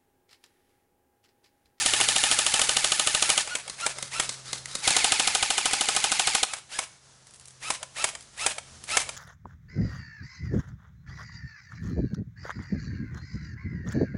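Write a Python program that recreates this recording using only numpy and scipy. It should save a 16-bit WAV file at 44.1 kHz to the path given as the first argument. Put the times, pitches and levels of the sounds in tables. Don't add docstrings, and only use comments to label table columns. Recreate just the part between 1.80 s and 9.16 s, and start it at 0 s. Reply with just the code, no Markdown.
import sys
import numpy as np
from scipy import signal
from scipy.fft import rfft, irfft, next_fast_len
from scipy.io import wavfile
from scipy.ndimage import map_coordinates

SR = 44100
rng = np.random.default_rng(int(sys.argv[2]) if len(sys.argv) > 2 else 0)


def wrap_up_sound(samples):
    columns = np.atleast_2d(samples).T
    tamed = np.clip(columns, -1, 1)
    steps = np.round(tamed * 32767).astype(np.int16)
    wavfile.write(sys.argv[1], SR, steps)


N = 324645
TOP_HZ = 10890

# frequency_hz, level_db
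POP_SPECTRUM = [(40, -21.5), (200, -24), (800, -3.5), (1500, -10), (2900, -4.5), (4100, 2), (5400, -3),
                (6800, -4.5), (10500, -6)]
# frequency_hz, level_db
TICK_SPECTRUM = [(100, -13), (1000, -13), (3500, -7), (7000, -2.5), (10500, -0.5)]
# frequency_hz, level_db
SINGLE_CASE_SPECTRUM = [(40, -13), (300, -15.5), (700, 0), (1500, -0.5), (2400, -0.5), (4300, -11),
                        (6000, -5), (8000, 1), (10500, -5)]
# pitch_hz, level_db, t60_s
SINGLE_BODY_MODES = [(507, -15.5, 0.064), (643, -6.5, 0.041), (811, -5.5, 0.038), (980, -6.5, 0.04),
                     (1396, -10, 0.042), (2224, -0.5, 0.032), (3200, 1.5, 0.018), (3624, 0, 0.023),
                     (5060, 1, 0.023), (6220, -5.5, 0.04), (7600, -22.5, .03)]
# time_s, leaves_db, engine_rumble_db
BACKGROUND_LEVELS = [(0, -69, -58), (2.6, -47, -71), (4.85, -55.5, -75), (5.25, -56.5, -73),
                     (5.7, -56.5, -68.5), (6.5, -53.5, -63), (6.85, -52, -58), (7.36, -47, -57)]


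def amp(db):
    return 10 ** (np.asarray(db) / 20)


def unit(x):
    return x / np.sqrt(np.mean(x ** 2) + 1e-20)


def ease(u):
    return np.sin(np.pi / 2 * np.clip(u, 0, 1)) ** 2


def along(points, hz):
    knots_hz, values = np.transpose(points)
    return np.interp(np.log(hz + 1), np.log(knots_hz + 1), values)


def curves(rows, t):
    times, *columns = np.transpose(rows)
    return [np.interp(t, times, column) for column in columns]


def add(track, start_s, sound):
    i = round(start_s * SR)
    part = sound[max(-i, 0):max(N - i, 0)]
    track[max(i, 0):][:len(part)] += part


def wobble(rate, size):
    at = np.arange(size) * rate / SR
    return map_coordinates(rng.standard_normal(int(at[-1]) + 4), [at])


def noise(spectrum, size):
    padded = next_fast_len(size)
    colour = amp(along(spectrum, np.fft.rfftfreq(padded, 1 / SR)))
    return unit(irfft(rfft(rng.standard_normal(padded)) * colour, padded)[:size])


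def click(spectrum, scatter_db, spread_s=0.000254, size=1024):
    hz = np.fft.rfftfreq(size, 1 / SR)
    tint = np.interp(hz, np.linspace(0, SR / 2, num=40), rng.standard_normal(40))
    cepstrum = irfft(np.log(amp(along(spectrum, hz) + scatter_db * tint)))
    cepstrum[1:size // 2] *= 2
    cepstrum[size // 2 + 1:] = 0
    delay_s = spread_s * np.abs(wobble(91.4, size)[:len(hz)])
    pulse = irfft(np.exp(rfft(cepstrum) - 2j * np.pi * np.cumsum(delay_s) * hz[1]))
    return pulse / np.linalg.norm(pulse) * np.sqrt(SR / 1000)


def clatter(spectrum, t60_s, rise_s, size=5000):
    t = np.arange(size) / SR
    return noise(spectrum, size) * amp(-60 * t / t60_s) * (1 - np.exp(-t / rise_s))


def ring(modes, detune, size=5000):
    t = np.arange(size) / SR
    hz, db, t60_s = np.transpose(modes)[:, :, None]
    strength, shift = rng.standard_normal((2, len(modes), 1))
    waves = np.sin(2 * np.pi * hz * (1 + detune * shift) * t)
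    decays = amp(db + 1.3 * strength - 60 * t / t60_s)
    return np.sum(decays * waves, axis=0) * (1 - np.exp(-t / 0.0012))


def gear_train(tooth_hz, whine, grind, whine_db, jitter):
    # frequency_hz, gain_db
    gearbox_response = [(500, -38), (780, -15), (870, -0.5), (1020, -36), (1180, -4.5), (1350, 0),
                        (1550, -8.5), (1790, 6.5), (2150, 2), (2650, 0.5), (3300, -6), (4500, 2.5),
                        (8000, 0)]
    size = len(tooth_hz)
    phase = 2 * np.pi * np.cumsum(tooth_hz * (1 + jitter * wobble(500, size))) / SR
    lines = 0
    for multiple, db in whine:
        flutter_db = 2 * wobble(150, size)
        line_db = db + along(gearbox_response, multiple * tooth_hz) + flutter_db
        lines += amp(line_db) * np.sin(multiple * phase + rng.uniform(0, 2 * np.pi))
    grinding = noise(grind, size)
    tooth_pulses = unit((1 + .5 * np.cos(phase)) * amp(1.8 * wobble(350, size)))
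    return grinding * tooth_pulses + amp(whine_db) * lines


def slam_times(first_s, count, period_s, spin_up_s, run_down_s):
    tiring_s, lag_left = .000058, .15
    shot = np.arange(count - 1)
    gaps = period_s + tiring_s * shot + spin_up_s * lag_left ** shot
    gaps[-1] += run_down_s
    return first_s + np.r_[0, np.cumsum(gaps)]


def firing_cycle(times, t):
    pick_up, let_go, recover, take_hold = .33, .9, .09, .15
    free_hz, sag_hz = 1366.4, 369.5
    slams = np.r_[2 * times[0] - times[1], times, 2 * times[-1] - times[-2]]
    turn = np.interp(t, slams, np.arange(len(slams))) % 1
    squeeze = np.interp(turn, [pick_up, let_go], [0, 1])
    meshed = ease((turn - pick_up) / take_hold + 1) * ease((let_go - turn) / take_hold + .5)
    tooth_hz = free_hz - sag_hz * (squeeze + np.exp(-turn / recover))
    return tooth_hz, squeeze * meshed, meshed


def piston_rush(spectrum, thump_db, size=1764):
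    # frequency_hz, level_db
    thump_spectrum = [(25, 0.5), (110, -3.5), (230, 1.5), (420, 1.5), (900, -4.5), (4000, -58)]
    t = (np.arange(size) - size / 2) / SR
    scrape = noise(spectrum, size) * np.exp(-np.abs(t) / .002) * (t < 0)
    thump = noise(thump_spectrum, size) * np.exp(-(t / 0.0071) ** 2)
    return scrape + amp(thump_db) * thump


def burst(firing, loudness, whine, pop_delay_s, gear_db, whine_db, treble_db, ring_db, rattle_db):
    # frequency_hz, level_db
    grind_spectrum = [(40, -41), (300, -14), (550, -13.5), (850, -5), (1150, -5.5), (2800, 2.5),
                      (4100, 1.5), (4950, 0.5), (5800, -0.5), (6800, 1.5), (8000, -1), (10500, -1)]
    slam_spectrum = [(30, -12), (150, -19.5), (1300, -14.5), (1900, -12), (3050, 2), (4000, -3),
                     (5200, -14), (7400, 0), (10500, -3)]
    rattle_spectrum = [(40, -26), (250, -12.5), (750, 4), (1800, -1), (3000, 1), (5200, -2), (7000, 0),
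                       (10500, -2.5)]
    # pitch_hz, level_db, t60_s
    body_modes = [(380, -22, 0.053), (621, -17, 0.068), (777, -9.5, 0.047), (1263, -8, 0.051),
                  (1510, -11.5, 0.048), (2453, -7, 0.035), (3043, -4, 0.04), (3580, -5, 0.025),
                  (6690, -2, 0.022)]
    head_modes = [(2860, -6.5, 0.022), (3100, -8, 0.019), (3410, -7, .02)]
    t = np.arange(N) / SR
    on_s, off_s, *beat = firing
    attack_s, release_db_per_s = 0.056, 360
    times = slam_times(*beat)
    tooth_hz, load, meshed = firing_cycle(times, t)
    motor = ease((t - on_s) / attack_s) * amp(-release_db_per_s * np.maximum(t - off_s, 0))
    grind = [(hz, db + treble_db * hz / TOP_HZ) for hz, db in grind_spectrum]
    singing_db = whine_db + 12 * meshed + 6.5 * load
    gears = gear_train(tooth_hz, whine, grind, singing_db, jitter=.012)
    out = motor * amp(curves(loudness, t)[0] + gear_db - 4.5 * load) * gears
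    body = ring(body_modes, detune=0.012)
    loose_parts = clatter(rattle_spectrum, t60_s=0.037, rise_s=0.0013)
    for s, (slam_scatter, pop_scatter) in zip(times, rng.standard_normal((len(times), 2))):
        level_db, pop_offset_db = curves(loudness, s)
        slam_db = level_db + 0.6 * slam_scatter
        pop_db = level_db + pop_offset_db + pop_scatter + 1.3
        rush = piston_rush(slam_spectrum, thump_db=-17.5)
        add(out, s - len(rush) / SR / 2, amp(slam_db - 8.5) * rush)
        add(out, s, amp(slam_db + 3.5) * click(slam_spectrum, scatter_db=0.9))
        add(out, s, amp(slam_db - 2.5) * ring(head_modes, detune=.006))
        add(out, s + pop_delay_s, amp(pop_db) * click(POP_SPECTRUM, scatter_db=2.5))
        add(out, s, amp(ring_db) * (body + 0.33 * ring(body_modes, detune=0.032)))
        rattle = loose_parts + .5 * clatter(rattle_spectrum, t60_s=.032, rise_s=.002)
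        add(out, s + pop_delay_s, amp(rattle_db) * rattle)
        catch_db = -14.5 + 2 * rng.standard_normal()
        add(out, s + .0175, amp(catch_db) * clatter(TICK_SPECTRUM, t60_s=0.01, rise_s=0.0011))
    return out


def automatic_rifle():
    # motor_on_s, motor_off_s, first_slam_s, shot_count, period_s, spin_up_lag_s, run_down_lag_s
    first_firing = (-.1, 1.615, .0616, 21, .07525, 0, 0)
    second_firing = (3.01, 4.605, 3.077, 21, .0762, .0132, .0037)
    # time_s, level_db, pop_offset_db
    first_loudness = [(.06, -9.5, -8), (.55, -10, -8.5), (1, -12, 2), (1.58, -12, -1.5)]
    second_loudness = [(3.08, -8.5, -0.5), (3.3, -9.5, -1), (3.7, -14, -3), (4.3, -12.5, -3.5),
                       (4.63, -12, 2.5)]
    # tooth_rate_multiple, level_db
    first_whine = [(2 / 3, -5), (1, -18), (4 / 3, -9), (2, -11), (3, -19), (4, -14), (6, -18)]
    second_whine = [(2 / 3, -6), (1, -23), (4 / 3, -18), (2, -8), (3, -19), (4, -12), (6, -15)]
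    first = burst(first_firing, first_loudness, first_whine, pop_delay_s=.0024,
                  gear_db=-12.5, whine_db=-19, treble_db=3.5, ring_db=-16.5, rattle_db=-19.5)
    second = burst(second_firing, second_loudness, second_whine, pop_delay_s=.0028,
                   gear_db=-15, whine_db=-14, treble_db=-2, ring_db=-19, rattle_db=-15)
    return first + second


def distant_engine():
    # time_s, pitch_hz, level_db
    engine_note = [(.3, 113.5, -53.5), (.6, 133, -58.5), (1, 146, -56), (1.7, 138, -66.5),
                   (2.35, 130.4, -56), (2.85, 130, -54.5), (3.1, 139, -62), (4.8, 133, -71),
                   (5.5, 132, -68), (5.8, 131, -60.5), (6.5, 131, -66), (7.36, 133, -57.5)]
    # frequency_hz, level_db
    rumble_spectrum = [(25, -22), (52, -8), (68, -14), (80, 2.5), (92, -15), (170, -25), (208, -11),
                       (260, -21), (3000, -86)]
    t = np.arange(N) / SR
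    hz, db = curves(engine_note, t)
    _, rumble_db = curves(BACKGROUND_LEVELS, t)
    phase = 2 * np.pi * np.cumsum(hz * (1 + 0.012 * wobble(9.9, N))) / SR
    drone = np.sqrt(2) * amp(db + 1.2 * wobble(6.1, N)) * np.sin(phase)
    return drone + amp(rumble_db) * noise(rumble_spectrum, N)


def leaves():
    # frequency_hz, level_db
    hiss_spectrum = [(25, -26), (66, -8.5), (101, -8.5), (169, -8), (241, -17), (401, -13.5), (1710, -14),
                     (2330, -18), (6280, -12.5), (10000, -19.5)]
    hiss_db, _ = curves(BACKGROUND_LEVELS, np.arange(N) / SR)
    return amp(hiss_db + 1.3 * wobble(33, N)) * noise(hiss_spectrum, N)


def tree_echo(sound, stretches=12):
    # frequency_hz, t60_s
    wood_decay = [(100, 0.3), (1000, 0.36), (4000, 0.45), (10000, 0.39)]
    out = np.zeros(N)
    for part in np.array_split(np.arange(N), stretches):
        hz, t, bands = signal.stft(rng.standard_normal(SR // 2), SR, nperseg=256)
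        envelope = amp(-60 * t / along(wood_decay, hz)[:, None]) * (1 - np.exp(-t / 0.013))
        _, tail = signal.istft(bands * envelope, SR, nperseg=256)
        add(out, part[0] / SR, signal.fftconvolve(sound[part], tail / np.linalg.norm(tail)))
    return out


def single_shots(shots, modes, case, grind, whine, gear_db, whine_db, crack_db, ring_db, rattle_db):
    lead_s, mesh_s, flight_s = .16, .11, .011
    spin_up_s, half_speed_s = .133, .065
    swell_s, hold_s, stop_db_per_s = .059, .053, 720
    out = np.zeros(N)
    t = np.arange(-SR // 8, SR // 6) / SR
    speed = ease((t + lead_s) / spin_up_s) / (1 + (np.maximum(t, 0) / half_speed_s) ** 2)
    motor = ease((t + mesh_s) / swell_s) * amp(-stop_db_per_s * np.maximum(t - hold_s, 0))
    singing_db = whine_db - np.where(t < -flight_s, 20 * (1 - speed), 18)
    for s, slam_db, top_tooth_hz in shots:
        gears = gear_train(top_tooth_hz * speed, whine, grind, singing_db, jitter=.019)
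        add(out, s + t[0], amp(slam_db + gear_db) * motor * gears)
        rush = piston_rush(case, thump_db=-19)
        add(out, s - len(rush) / SR / 2, amp(slam_db - 4.5) * rush)
        add(out, s, amp(slam_db + crack_db) * click(case, scatter_db=2.5))
        add(out, s + .0026, amp(slam_db) * click(POP_SPECTRUM, scatter_db=2.5))
        add(out, s, amp(slam_db + ring_db) * ring(modes, detune=0.0073))
        add(out, s, amp(slam_db + rattle_db) * clatter(case, t60_s=0.046, rise_s=0.00038))
        for tick_s in hold_s * (np.arange(3) + rng.uniform(.5, 1, 3)) / 3:
            add(out, s + tick_s, amp(slam_db - 8.5) * clatter(case, t60_s=0.02, rise_s=.0005))
    return out


def near_rifle():
    # slam_s, level_db, top_tooth_rate_hz
    shots = [(0.2025, -20.5, 1297), (0.5235, -21.5, 1307), (0.794, -19.5, 1330), (1.493, -20.5, 1360),
             (1.7534, -22, 1455), (2.0644, -19, 1394), (2.3987, -17.5, 1346), (3.911, -27, 1336),
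             (4.15, -26, 1330), (4.7359, -25.5, 1285), (4.9894, -21.5, 1693), (5.9038, -20, 1303),
             (6.242, -17.5, 1323), (6.664, -16, 1318), (7.1704, -13.5, 1331)]
    # frequency_hz, level_db
    grind_spectrum = [(40, -21), (350, -21), (600, -0.5), (1500, 0), (2600, 3.5), (4500, -1), (8000, 0),
                      (10500, -2)]
    # tooth_rate_multiple, level_db
    whine = [(2 / 3, -15), (1, -5), (2, -5), (7 / 3, -13), (3, -10), (4, -13), (5, -16)]
    return single_shots(shots, SINGLE_BODY_MODES, SINGLE_CASE_SPECTRUM, grind_spectrum, whine,
                        gear_db=-15.5, whine_db=1, crack_db=3.5, ring_db=-2.5, rattle_db=2.5)


def latch_clacks():
    # start_s, level_db
    clacks = [(1.674, -30), (1.878, -33), (2.184, -31), (6.0286, -29.5), (6.3507, -33), (6.7819, -28.5),
              (7.2905, -27.5)]
    # frequency_hz, level_db
    unwind_spectrum = [(300, -27), (560, 5), (750, -5), (1100, -9), (10000, -21)]
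    out = np.zeros(N)
    t = np.arange(-SR // 25, SR // 25) / SR
    for s, db in clacks:
        unwinding = noise(unwind_spectrum, len(t)) * np.exp(-(t / 0.021) ** 2)
        add(out, s + t[0] - .008, amp(db - 19) * unwinding)
        add(out, s, amp(db + 4.5) * clatter(SINGLE_CASE_SPECTRUM, t60_s=0.036, rise_s=0.00074))
        add(out, s, amp(db - 1.5) * ring(SINGLE_BODY_MODES, detune=0.045))
    return out


def gear_squeaks():
    # centre_s, peak_pitch_hz, level_db
    squeaks = [(1.727, 1460, -33), (2.043, 1376, -30.5)]
    out = np.zeros(N)
    t = np.arange(-SR // 25, SR // 25) / SR
    arch = 1 - (t / 0.112) ** 2
    envelope = np.exp(-(t / 0.02) ** 4)
    for s, hz, db in squeaks:
        add(out, s + t[0], amp(db) * envelope * np.sin(2 * np.pi * np.cumsum(hz * arch) / SR))
    return out


def far_rifle():
    # slam_s, level_db
    slams = [(1.8983, -29.5), (2.2267, -26), (2.493, -24.5), (2.731, -24), (2.9531, -24), (3.106, -18)]
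    # pitch_hz, level_db, t60_s
    body_modes = [(197, -18, 0.042), (292, -18, 0.04), (548, -13, 0.029), (1140, -16, 0.034),
                  (2060, -11.5, 0.041), (3790, -1.5, 0.021), (4300, -3, 0.027)]
    # frequency_hz, level_db
    case_spectrum = [(40, -17), (250, -12), (900, -7.5), (2700, -8), (3900, -0.5), (5500, -1), (8000, 0.5),
                     (10500, -4)]
    grind_spectrum = [(40, -18), (400, -32), (1300, 6), (2800, -2.5), (4100, 4), (6500, 1.5), (10500, -1)]
    # tooth_rate_multiple, level_db
    whine = [(1, -12), (3, -3), (4, -7)]
    top_tooth_hz = 1305
    shots = [(s, db, top_tooth_hz) for s, db in slams]
    return single_shots(shots, body_modes, case_spectrum, grind_spectrum, whine,
                        gear_db=-17, whine_db=-2.5, crack_db=6, ring_db=2, rattle_db=0)


def trigger_snap(start_s=2.857, level_db=-23, pitch_hz=1990):
    out = np.zeros(N)
    modes = [(pitch_hz, 0, .013), (2 * pitch_hz, -6, .012)]
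    add(out, start_s, amp(level_db) * ring(modes, detune=.01))
    add(out, start_s, amp(level_db + 4.5) * clatter(TICK_SPECTRUM, t60_s=0.014, rise_s=0.00018))
    return out


def kit_ticks(faint_count=6, faint_db=-44.5):
    # start_s, level_db
    clear_ticks = [(5.508, -46), (5.543, -43.5), (5.597, -42), (5.655, -39.5), (5.682, -39.5),
                   (6.408, -38.5), (6.425, -40), (7.039, -30.5)]
    lower_from_s, lower_to_s = 5.43, 5.76
    shares = (np.arange(faint_count) + rng.random(faint_count)) / faint_count
    faint_ticks = [(lower_from_s + (lower_to_s - lower_from_s) * share, faint_db) for share in shares]
    out = np.zeros(N)
    for s, db in list(clear_ticks) + faint_ticks:
        add(out, s, amp(db + 6.5) * clatter(TICK_SPECTRUM, t60_s=0.019, rise_s=0.00037))
        add(out, s, amp(db - 11) * clatter(TICK_SPECTRUM, t60_s=.2, rise_s=.004))
    return out


def scene():
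    near = automatic_rifle() + near_rifle()
    near += latch_clacks() + gear_squeaks() + trigger_snap() + kit_ticks()
    far = far_rifle()
    echo = tree_echo(amp(-15) * near + amp(-10) * far)
    return (near + far + echo + distant_engine() + leaves())[None]


def record(dry):
    ceiling = .8
    limited = dry / (1 + np.abs(dry / ceiling) ** 6) ** (1 / 6)
    padded = next_fast_len(N + SR // 4)
    hz = np.fft.rfftfreq(padded, 1 / SR)
    low_pass = 1 / np.sqrt(1 + (hz / TOP_HZ) ** 220)
    return irfft(rfft(limited, padded) * low_pass, padded)[..., :N]


dry = scene()
out = record(dry)
wrap_up_sound(out)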